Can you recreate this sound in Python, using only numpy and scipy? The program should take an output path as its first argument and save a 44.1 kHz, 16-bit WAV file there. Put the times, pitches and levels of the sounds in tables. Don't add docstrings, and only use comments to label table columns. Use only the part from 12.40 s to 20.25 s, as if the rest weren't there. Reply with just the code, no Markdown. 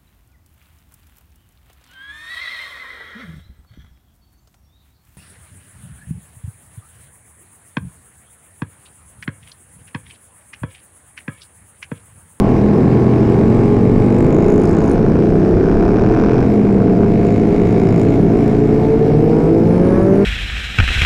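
import sys
import numpy as np
from scipy import signal
from scipy.fft import rfft, irfft, next_fast_len
from scipy.io import wavfile
from scipy.ndimage import uniform_filter1d, map_coordinates

SR = 44100
rng = np.random.default_rng(int(sys.argv[2]) if len(sys.argv) > 2 else 0)


def undo_db(level):
    steps = np.asarray(level, float) / 20
    return 10 ** steps


def wav_record(signal):
    frames = np.transpose(np.atleast_2d(signal))
    bounded = np.clip(frames, -1, 1)
    quanta = np.round(bounded * 32767).astype(np.int16)
    wavfile.write(sys.argv[1], SR, quanta)


N = 346185
TIME = np.arange(N) / SR
SLOW = TIME[::32]

# time_s, cycle_rate_hz, nearness_db, throttle_0_to_1
OWN_RIDE = [(0.0, 40.73, -0.5, 0.89), (0.18, 40.85, -2.5, 0.7), (0.7, 42.98, -6.5, 0.92),
            (1.05, 44.3, -2, 0.77), (1.4, 46.33, -1, 0.75), (1.92, 50.39, -1.5, 0.73),
            (2.45, 54.4, -5, 0.88), (2.62, 53.94, 0, 0.5), (2.97, 53.68, -7, 0.1), (3.85, 53.35, -1.5, 0),
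            (4.38, 53.3, -1.5, 0.51), (4.9, 53.85, 3.5, 0), (5.07, 54.64, 1, 0.35), (5.78, 56.05, 3, 0.17),
            (6.3, 56.57, 1, 0.29), (6.82, 55.95, 1, 0.13), (7.18, 55.74, 1, 0.4), (7.85, 55.75, -2, 0.3)]
TWIN_RIDE = [(0.0, 24.34, -3, 0.11), (0.35, 25.02, -0.5, 0.046), (0.7, 24.33, 1.5, .02),
             (1.22, 22.69, -0.5, 0.016), (1.58, 22.23, 2, 0.22), (1.75, 24.6, 0, 0.43),
             (2.1, 31.86, 2, 0.68), (2.28, 31.64, -2, 0.75), (2.45, 28.67, -3, 0.79),
             (2.62, 28.14, -2, 0.65), (2.8, 29.18, 0.5, 0.79), (2.97, 31.56, 2, 0.65),
             (3.5, 37.45, 0, 0.87), (4.03, 43.05, -1.5, 0.95), (4.07, 42.78, 2.5, 0.13),
             (4.6, 36.37, 1, 0.64), (4.75, 36.1, -3, 0.096), (5.95, 34.64, 1.5, .1)]
RACER_RIDE = [(5.4, 31.28, -8.5, 0.21), (5.9, 33.4, -5.5, 0.33), (6.85, 38.65, -0.5, 0.51),
              (6.97, 39.75, 0.5, 0.56), (7.15, 41.25, 3.5, 0.23), (7.45, 45.3, 0.5, 0.75),
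              (7.55, 46.63, 1, 0.78), (7.78, 48.94, 0, 0.92), (7.85, 50.5, 0.5, 0.44)]
CRUISER_RIDE = [(3.6, 29.84, -14, 0.33), (3.95, 32.07, -1.5, 0.35), (4.65, 33.39, 0.5, 0.46),
                (5.35, 34.47, -1.5, 0.11), (6.05, 35.88, -2.5, 0.4), (6.4, 36.34, -5, 0.88),
                (6.75, 36.41, 2.5, 0.51), (7.45, 36.99, -2.5, 0.69), (7.8, 37.09, 1.5, 0.61)]
# multiple_of_cycle_rate, level_db
OWN_TONES = [(1, -25), (2, -26), (3, -27.5), (4, -24.5), (5, -22), (6, -26), (7, -28.5), (8, -30), (9, -28),
             (10, -30.5), (11, -29), (12, -25.5), (13, -22.5), (14, -36), (15, -27.5), (16, -29), (17, -28),
             (18, -28.5), (19, -29.5), (20, -30), (21, -32.5), (22, -33), (23, -29.5), (24, -35),
             (25, -29.5), (26, -28.5), (27, -28), (28, -28.5), (29, -31)]
TWIN_TONES = [(2, -31), (2.988, -27.5), (3.993, -34), (4.998, -22.5), (5.99, -26), (8.05, -26),
              (9.025, -31.5), (10.05, -30), (11.02, -26), (11.88, -31), (13.08, -28), (14.04, -29),
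              (15.99, -31.5), (16.91, -29.5), (18.1, -31), (18.87, -28), (19.95, -29.5), (7.025, -34),
              (15, -33.5), (20.88, -35), (22, -34), (23, -30), (24, -32.5), (25.4, -35), (25.9, -30.5),
              (27.4, -29.5)]
RACER_TONES = [(2, -34), (4, -20.5), (6, -34.5), (8, -24), (10, -36), (12, -18), (16, -29), (20, -22),
               (22, -36), (24, -22.5), (28, -22), (32, -23.5), (36, -23.5), (40, -32.5)]
CRUISER_TONES = [(3, -39.5), (4, -28.5), (6, -30.5), (7, -35), (8, -28), (9, -27), (11, -43.5), (12, -24),
                 (14, -28), (16, -29.5), (20, -30.5), (24, -29), (28, -30.5), (36, -29.5)]
OWN_GROUPS = (5, 10, 14)
TWIN_GROUPS = (4, 5, 14)
RACER_GROUPS = (4, 12, 22)
CRUISER_GROUPS = (6, 10, 14)
# low_db, firing_db, middle_db, high_db
OWN_OPENS = [3.5, 5.3, 0.3, 9.1]
TWIN_OPENS = [1.5, -2, 5, 6]
RACER_OPENS = [0.3, 3.7, 6, 2.8]
CRUISER_OPENS = [0.3, 1.5, 4, 9]
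# pitch_hz, level_db
SHELTER = [(60, -8), (120, 2.5), (170, 0.5), (212, 2.5), (270, -1.5), (420, 3), (520, -7.5), (600, -12),
           (690, -9), (760, -18), (830, -16.5), (950, -24), (1150, -30), (1800, -31)]
# pitch_hz, width_hz, full_throttle_db
AIRBOX = [(212, 39, 3.5), (405, 40, 4.5), (650, 40, 1.5), (829, 45, 10), (1087, 120, 14.5)]

# time_s, pitch_hz
PANEL_PITCH = [(0, 7490), (1.62, 7500), (1.7, 6840), (1.85, 7350), (1.9, 6850), (2.38, 6820), (2.54, 6400),
               (4, 7400), (4.7, 7200), (4.9, 6860), (5.7, 6920), (6.1, 7260), (7.85, 6860)]
# pitch_hz, width_hz,
# rest_level_db
PANEL_MODES = [(5100, 550, -67), (8200, 700, -72), (9400, 1100, -73.5), (11500, 1200, -80),
               (13400, 1300, -81)]
# start_s, full_s, end_s, strength_db
MODE_SPELLS = [
    [(2.0, 2.2, 2.3, 13), (3.4, 3.6, 3.1, 21.5), (5.3, 5.45, 5.6, 12), (6.7, 6.8, 7.4, 8.5)],
    [(.85, .9, 1.85, 9), (2.0, 2.15, 2.5, 12), (5.5, 5.58, 5.63, 10), (6.7, 6.95, 7.1, 9)],
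    [(1.55, 1.6, 2, 7), (1.9, 2.15, 2.3, 14.5), (2.42, 2.47, 2.52, 18), (3.5, 3.8, 3.6, 9),
     (4.75, 4.85, 5.0, 5), (5.1, 5.3, 5.45, 8.5), (5.45, 5.55, 5.62, 14.5), (5.7, 5.8, 6, 6),
     (6.8, 6.95, 7.0, 8.5), (7.2, 7.3, 7.9, 13.5)],
    [(1.55, 1.7, 2, 11.5), (1.95, 2.05, 2.3, 11), (5.4, 5.55, 6.1, 9), (5.7, 5.9, 6.7, 7.5),
     (6.7, 6.8, 7.35, 11.5), (7.6, 7.7, 8.7, 14.5)],
    [(-.2, -.05, 0, 8), (1.55, 1.7, 1.8, 11), (1.95, 2.05, 2.2, 9), (5.4, 5.55, 6.7, 6),
     (6.7, 6.8, 10, 8.5)],
]
# start_s, full_s, end_s, strength_db
LOOSE_SPELLS = [(.8, .9, 2, 8), (1.68, 1.73, 1.86, 17), (1.86, 1.93, 2.5, 18.5), (2.0, 2.1, 2.3, 21),
                (2.42, 2.47, 2.51, 21), (3.0, 3.6, 4.4, 3.5), (4.06, 4.1, 4.18, 4.5), (4.55, 4.62, 4.75, 7),
                (4.78, 4.86, 5.0, 13), (5.05, 5.15, 5.75, 12.5), (5.35, 5.55, 5.62, 18.5),
                (5.9, 5.95, 6.35, 8), (6.5, 6.55, 5.4, 18), (6.7, 6.95, 6.5, 13)]
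# start_s, full_s, end_s, strength_db
STRAIN_SPELLS = [
    (-.3, 0, 2.1, 7.5),
    (3.6, 3.8, 4.45, 5.5),
    (4.5, 4.75, 5.75, 7.5),
    (5.7, 5.8, 9.4, 5),
]
# pitch_hz, width_hz, level_db
CASING = [(1070, 310, 2.5), (2170, 186, 6), (2567, 366, -3), (3850, 350, -8), (5100, 900, -15.5)]

# pitch_hz, width_hz, level_db
PIPE = [(960, 257, 7.5), (1520, 260, 6.5), (2400, 260, -1), (5370, 830, -9), (6650, 620, -15.5)]
# time_s, level_db, length_s
POPS = [
    (4.287, -40, .035),
    (4.408, -39, .015),
    (4.488, -36.5, 0.017),
    (4.642, -41, 0.047),
]

# time_s, level_db
GUSTS = [(0, -19), (.5, -38.5), (1.47, -22), (2.94, -25.5), (3.43, -19.5), (3.92, -25.5), (5.4, -27.5),
         (5.9, -27), (6.4, -26), (7.85, -27)]
# time_s, nearness_db
PACK = [(0, -1.5), (1, -0.5), (1.5, -3), (3.9, -3), (4.4, -7.5), (5.4, -4.5), (6.9, -5.5), (7.85, -2)]
# pitch_hz, level_db_per_hz
WIND_COLOUR = [(8.8, -34), (15, 0), (70, -7.5), (110, -9), (140, -32.5), (240, -120)]
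DRONE_COLOUR = [(41, -30.5), (70, -11), (199, -1.5), (372, -5), (415, -5.5), (552, -16.5), (677, -17.5),
                (786, -20), (1210, -30), (1800, -31.5), (2340, -59), (3960, -120)]
HISS_COLOUR = [(900, -29), (1400, -13), (2300, -4.5), (3000, -13), (3450, -17), (5300, -17.5), (7000, -24),
               (9000, -29), (12500, -36.5), (15300, -47), (16500, -83.5)]

# time_s, peak_db,
# top_end_db
JOLTS = [(1.806, -13, -47.5), (1.906, -17, -56), (2.103, -16, -54), (2.385, -12.5, -64.5),
         (2.459, -15.5, -52), (2.757, -10.5, -67), (2.976, -17.5, -63.5), (3.188, -16.5, -60),
         (3.612, -14.5, -57), (3.789, -13, -59), (4.306, -14, -65), (4.409, -13, -66), (4.488, -14, -63),
         (4.629, -16, -60), (5.081, -21, -58), (5.379, -17.5, -51), (5.596, -15, -45), (5.935, -19, -50),
         (6.329, -24.5, -61.5), (6.402, -17.5, -63), (6.774, -17.5, -51), (6.791, -18, -55),
         (6.841, -14.5, -58), (6.877, -19.5, -52), (7.03, -17.5, -52.5), (7.2, -17.5, -55),
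         (7.561, -15.5, -52), (7.711, -20, -48.5)]
# pitch_hz, width_hz, level_db
BODYWORK = [(700, 570, 0.5), (1500, 560, -6.5), (2300, 830, -11.5)]
# start_s, full_s, end_s, high_tones_gain_db
STABS = [
    (6.05, 6.25, 6.55, 9),
    (6.86, 6.94, 7.06, 13),
    (7.28, 7.34, 7.45, 8),
    (7.47, 7.53, 7.72, 15),
    (7.74, 7.8, 7.9, 13),
]

SETTLE_S = 0.11


def unit(x):
    return x / np.sqrt(np.mean(x ** 2) + 1e-20)


def curves(rows):
    time_s, *columns = np.transpose(rows)
    return [np.interp(TIME, time_s, column) for column in columns]


def sounding(rows, fade):
    inside = np.minimum(TIME - rows[0][0], rows[-1][0] - TIME)
    return np.clip(inside / fade + 1, 0, 1)


def spells(rows, settle_s):
    start, full, end, strength_db = np.transpose(rows)[..., None]
    rise = (SLOW - start) / np.maximum(full - start, 1e-3)
    fall = (end - SLOW) / settle_s + 1
    shape = np.clip(np.minimum(rise, fall), 0, 1)
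    return np.interp(TIME, SLOW, np.max(strength_db * shape, axis=0))


def drifting(rate):
    knots = rng.standard_normal(int(N * rate / SR) + 4)
    return map_coordinates(knots, [SLOW * rate])


def wobble(rate):
    return np.interp(TIME, SLOW, drifting(rate))


def along(points, hz):
    point_hz, db = np.transpose(points)
    return np.interp(np.log(hz + 1), np.log(point_hz + 1), db)


def filtered(x, response):
    size = next_fast_len(N + 8192)
    return irfft(rfft(x, size) * response(np.fft.rfftfreq(size, 1 / SR)), size)[:N]


def resonances(modes):
    def response(f):
        total = 0
        for k, (centre, width, db) in enumerate(modes):
            ring = 1j * f * width / (centre * centre - f * f + 1j * f * width)
            total = total + (-1) ** k * undo_db(db) * ring
        return total
    return response


def muffled(modes, top_hz):
    return lambda f: resonances(modes)(f) / (1 + 1j * f / top_hz) ** 2


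def rush(colour, patchy_db):
    noise = signal.stft(rng.standard_normal(N), nperseg=512)[2]
    patches = uniform_filter1d(rng.standard_normal(noise.shape), 5, 0)
    patches = unit(uniform_filter1d(patches, 10, 1))
    patchy = signal.istft(noise * undo_db(patchy_db * patches), nperseg=512)[1][:N]
    return unit(filtered(patchy, lambda hz: undo_db(along(colour, hz))))


def bursts(turns, life_s, scatter_db, clean):
    count = np.floor(turns).astype(int)
    strength = undo_db(scatter_db * rng.standard_normal(1000))[count % 1000]
    kicks = np.append(0, np.diff(count) > 0) * strength
    keep = np.exp(-1 / (life_s * SR))
    swell = signal.lfilter([1], [1, -keep ** 3], kicks)
    gate = signal.lfilter([1], [1, -keep], swell)
    return clean * unit(kicks) + unit(gate * rng.standard_normal(N))


def engine(ride, tones, groups, opens_db, rough, unsteady_db, airbox=(), stab_db=0):
    hz, near_db, throttle = curves(ride)
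    turns = np.cumsum(hz) / SR
    on = sounding(ride, fade=0.13) > 0
    uneven = (turns + rough * wobble(14))[on]
    group_db = [(near_db + 2 * db * (throttle - 0.5))[::32] for db in opens_db]
    group_db[-1] = group_db[-1] + stab_db
    note = np.zeros(N)
    for multiple, db in tones:
        tone_hz = multiple * hz[::32]
        swing_db = group_db[np.searchsorted(groups, multiple)] + unsteady_db * drifting(7)
        for centre, width, gain_db in airbox:
            swing_db += throttle[::32] * gain_db * np.exp(-((tone_hz - centre) / width) ** 2)
        level = np.interp(TIME[on], SLOW, undo_db(db + swing_db + along(SHELTER, tone_hz)))
        note[on] += level * np.sin(2 * np.pi * (multiple * uneven + rng.random()))
    return np.sqrt(2) * note * sounding(ride, fade=0.19), turns, throttle


def casing_knock(turns, loose_db):
    blows = bursts(turns + 0.28, life_s=0.001, scatter_db=1.2, clean=4.5)
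    blows = blows + 0.75 * bursts(turns + 0.8, life_s=0.00065, scatter_db=1.5, clean=1.5)
    blows = blows + 1.8 * rng.standard_normal(N)
    knock_db = -49.5 + 0.2 * loose_db + spells(STRAIN_SPELLS, SETTLE_S)
    return undo_db(knock_db) * unit(filtered(blows, muffled(CASING, top_hz=5000)))


def panel_tick(turns, loose_db):
    taps = bursts(turns + 0.26, life_s=0.0005, scatter_db=1.5, clean=3)
    taps = taps + 0.25 * bursts(turns + 0.5, life_s=0.0004, scatter_db=2.5, clean=0.6)
    broad = filtered(taps, lambda f: 1 / (1 + 1j * f / 620) ** 3)
    pitch_hz = curves(PANEL_PITCH)[0]
    tick = undo_db(-71 + loose_db) * unit(broad * np.sin(2 * np.pi * np.cumsum(pitch_hz) / SR))
    buzz = unit(taps) + 0.55 * rng.standard_normal(N)
    for (hz, width, db), rows in zip(PANEL_MODES, MODE_SPELLS):
        mode = resonances([(hz, width, 0)])
        level_db = db + spells(rows, SETTLE_S / 2) + 2.5 * wobble(25)
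        tick = tick + undo_db(level_db) * unit(filtered(buzz, lambda f: mode(f) ** 2))
    return tick


def own_bike():
    note, turns, _ = engine(OWN_RIDE, OWN_TONES, OWN_GROUPS, OWN_OPENS,
                            rough=0.0025, unsteady_db=1.8, airbox=AIRBOX)
    loose_db = spells(LOOSE_SPELLS, SETTLE_S / 2)
    return note + casing_knock(turns, loose_db) + panel_tick(turns, loose_db)


def twin():
    note, turns, throttle = engine(TWIN_RIDE, TWIN_TONES, TWIN_GROUPS, TWIN_OPENS,
                                   rough=0.004, unsteady_db=2)
    puffs = bursts(turns + 0.03, life_s=0.0007, scatter_db=1.2, clean=3)
    puffs = puffs + 0.9 * bursts(turns + 0.65, life_s=0.0007, scatter_db=1.2, clean=3)
    bark = unit(filtered(puffs, muffled(PIPE, top_hz=5130)))
    bark_level = undo_db(-52 + 20.5 * throttle) * sounding(TWIN_RIDE, fade=0.24)
    pops = sum(undo_db(db) * np.exp(-((TIME - s) / length) ** 4) for s, db, length in POPS)
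    dull = unit(filtered(bark, lambda f: 1 / (1 + 1j * f / 4000) ** 2))
    return note + bark_level * bark + pops * dull


def wind():
    rumble = unit(undo_db(wobble(14)) * rush(WIND_COLOUR, patchy_db=1.0))
    return undo_db(curves(GUSTS)[0] + 0.5) * rumble


def pack_drone():
    level_db = -14.5 + curves(PACK)[0] + 0.73 * wobble(6.6)
    return undo_db(level_db) * rush(DRONE_COLOUR, patchy_db=1.0)


def road_hiss():
    hz = curves(OWN_RIDE)[0]
    speed_db = 3.5 * np.log2(hz / hz.mean())
    level_db = -42.5 + speed_db + 0.53 * curves(PACK)[0] - 4 * curves(TWIN_RIDE)[2]
    return undo_db(level_db + 0.56 * wobble(30)) * rush(HISS_COLOUR, patchy_db=1.5)


def jolts():
    thump, splash, t = np.zeros(N + SR), np.zeros(N + SR), TIME[:1200]
    for s, db, top_db in JOLTS:
        start = round(s * SR)
        thump[start] = undo_db(db)
        splash[start:start + len(t)] += undo_db(top_db) * np.exp(-t / 0.002) * rng.standard_normal(len(t))
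    body = muffled(BODYWORK, top_hz=1800)
    dull = filtered(thump[:N], lambda f: body(f) / (1 + 1j * f / 3000) ** 2)
    bright = filtered(splash[:N], lambda f: resonances([(11000, 6000, 0)])(f) ** 2)
    return undo_db(23) * dull + undo_db(2) * bright


def cruiser():
    return engine(CRUISER_RIDE, CRUISER_TONES, CRUISER_GROUPS, CRUISER_OPENS,
                  rough=0.004, unsteady_db=2)[0]


def shift_puff():
    hiss = unit(filtered(rng.standard_normal(N), lambda f: resonances([(13000, 3500, 0)])(f) ** 2))
    return undo_db(-67 + 4 * wobble(60)) * np.exp(-((TIME - 4.13) / 0.06) ** 2) * hiss


def racer():
    stab_db = spells(STABS, SETTLE_S)[::32] - 6
    return engine(RACER_RIDE, RACER_TONES, RACER_GROUPS, RACER_OPENS,
                  rough=0.004, unsteady_db=2.5, stab_db=stab_db)[0]


def scene():
    bikes = own_bike() + twin() + cruiser() + racer()
    air = wind() + pack_drone() + road_hiss()
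    ending = np.clip((TIME[-1] - TIME) / 0.006, 0, 1)
    return ((bikes + air + jolts() + shift_puff()) * ending)[None]


def low_pass(x):
    return signal.sosfilt(signal.butter(12, 15800, fs=SR, output="sos"), x)


def record(dry):
    loudness = np.sqrt(np.abs(uniform_filter1d(dry ** 2, 2500, axis=1)) + 1e-6)
    even = dry * (0.32 / loudness) ** 0.5
    rounded = even / (1 + np.abs(even) ** 5) ** 0.2
    return low_pass(rounded)


dry = scene()
out = record(dry)
wav_record(out)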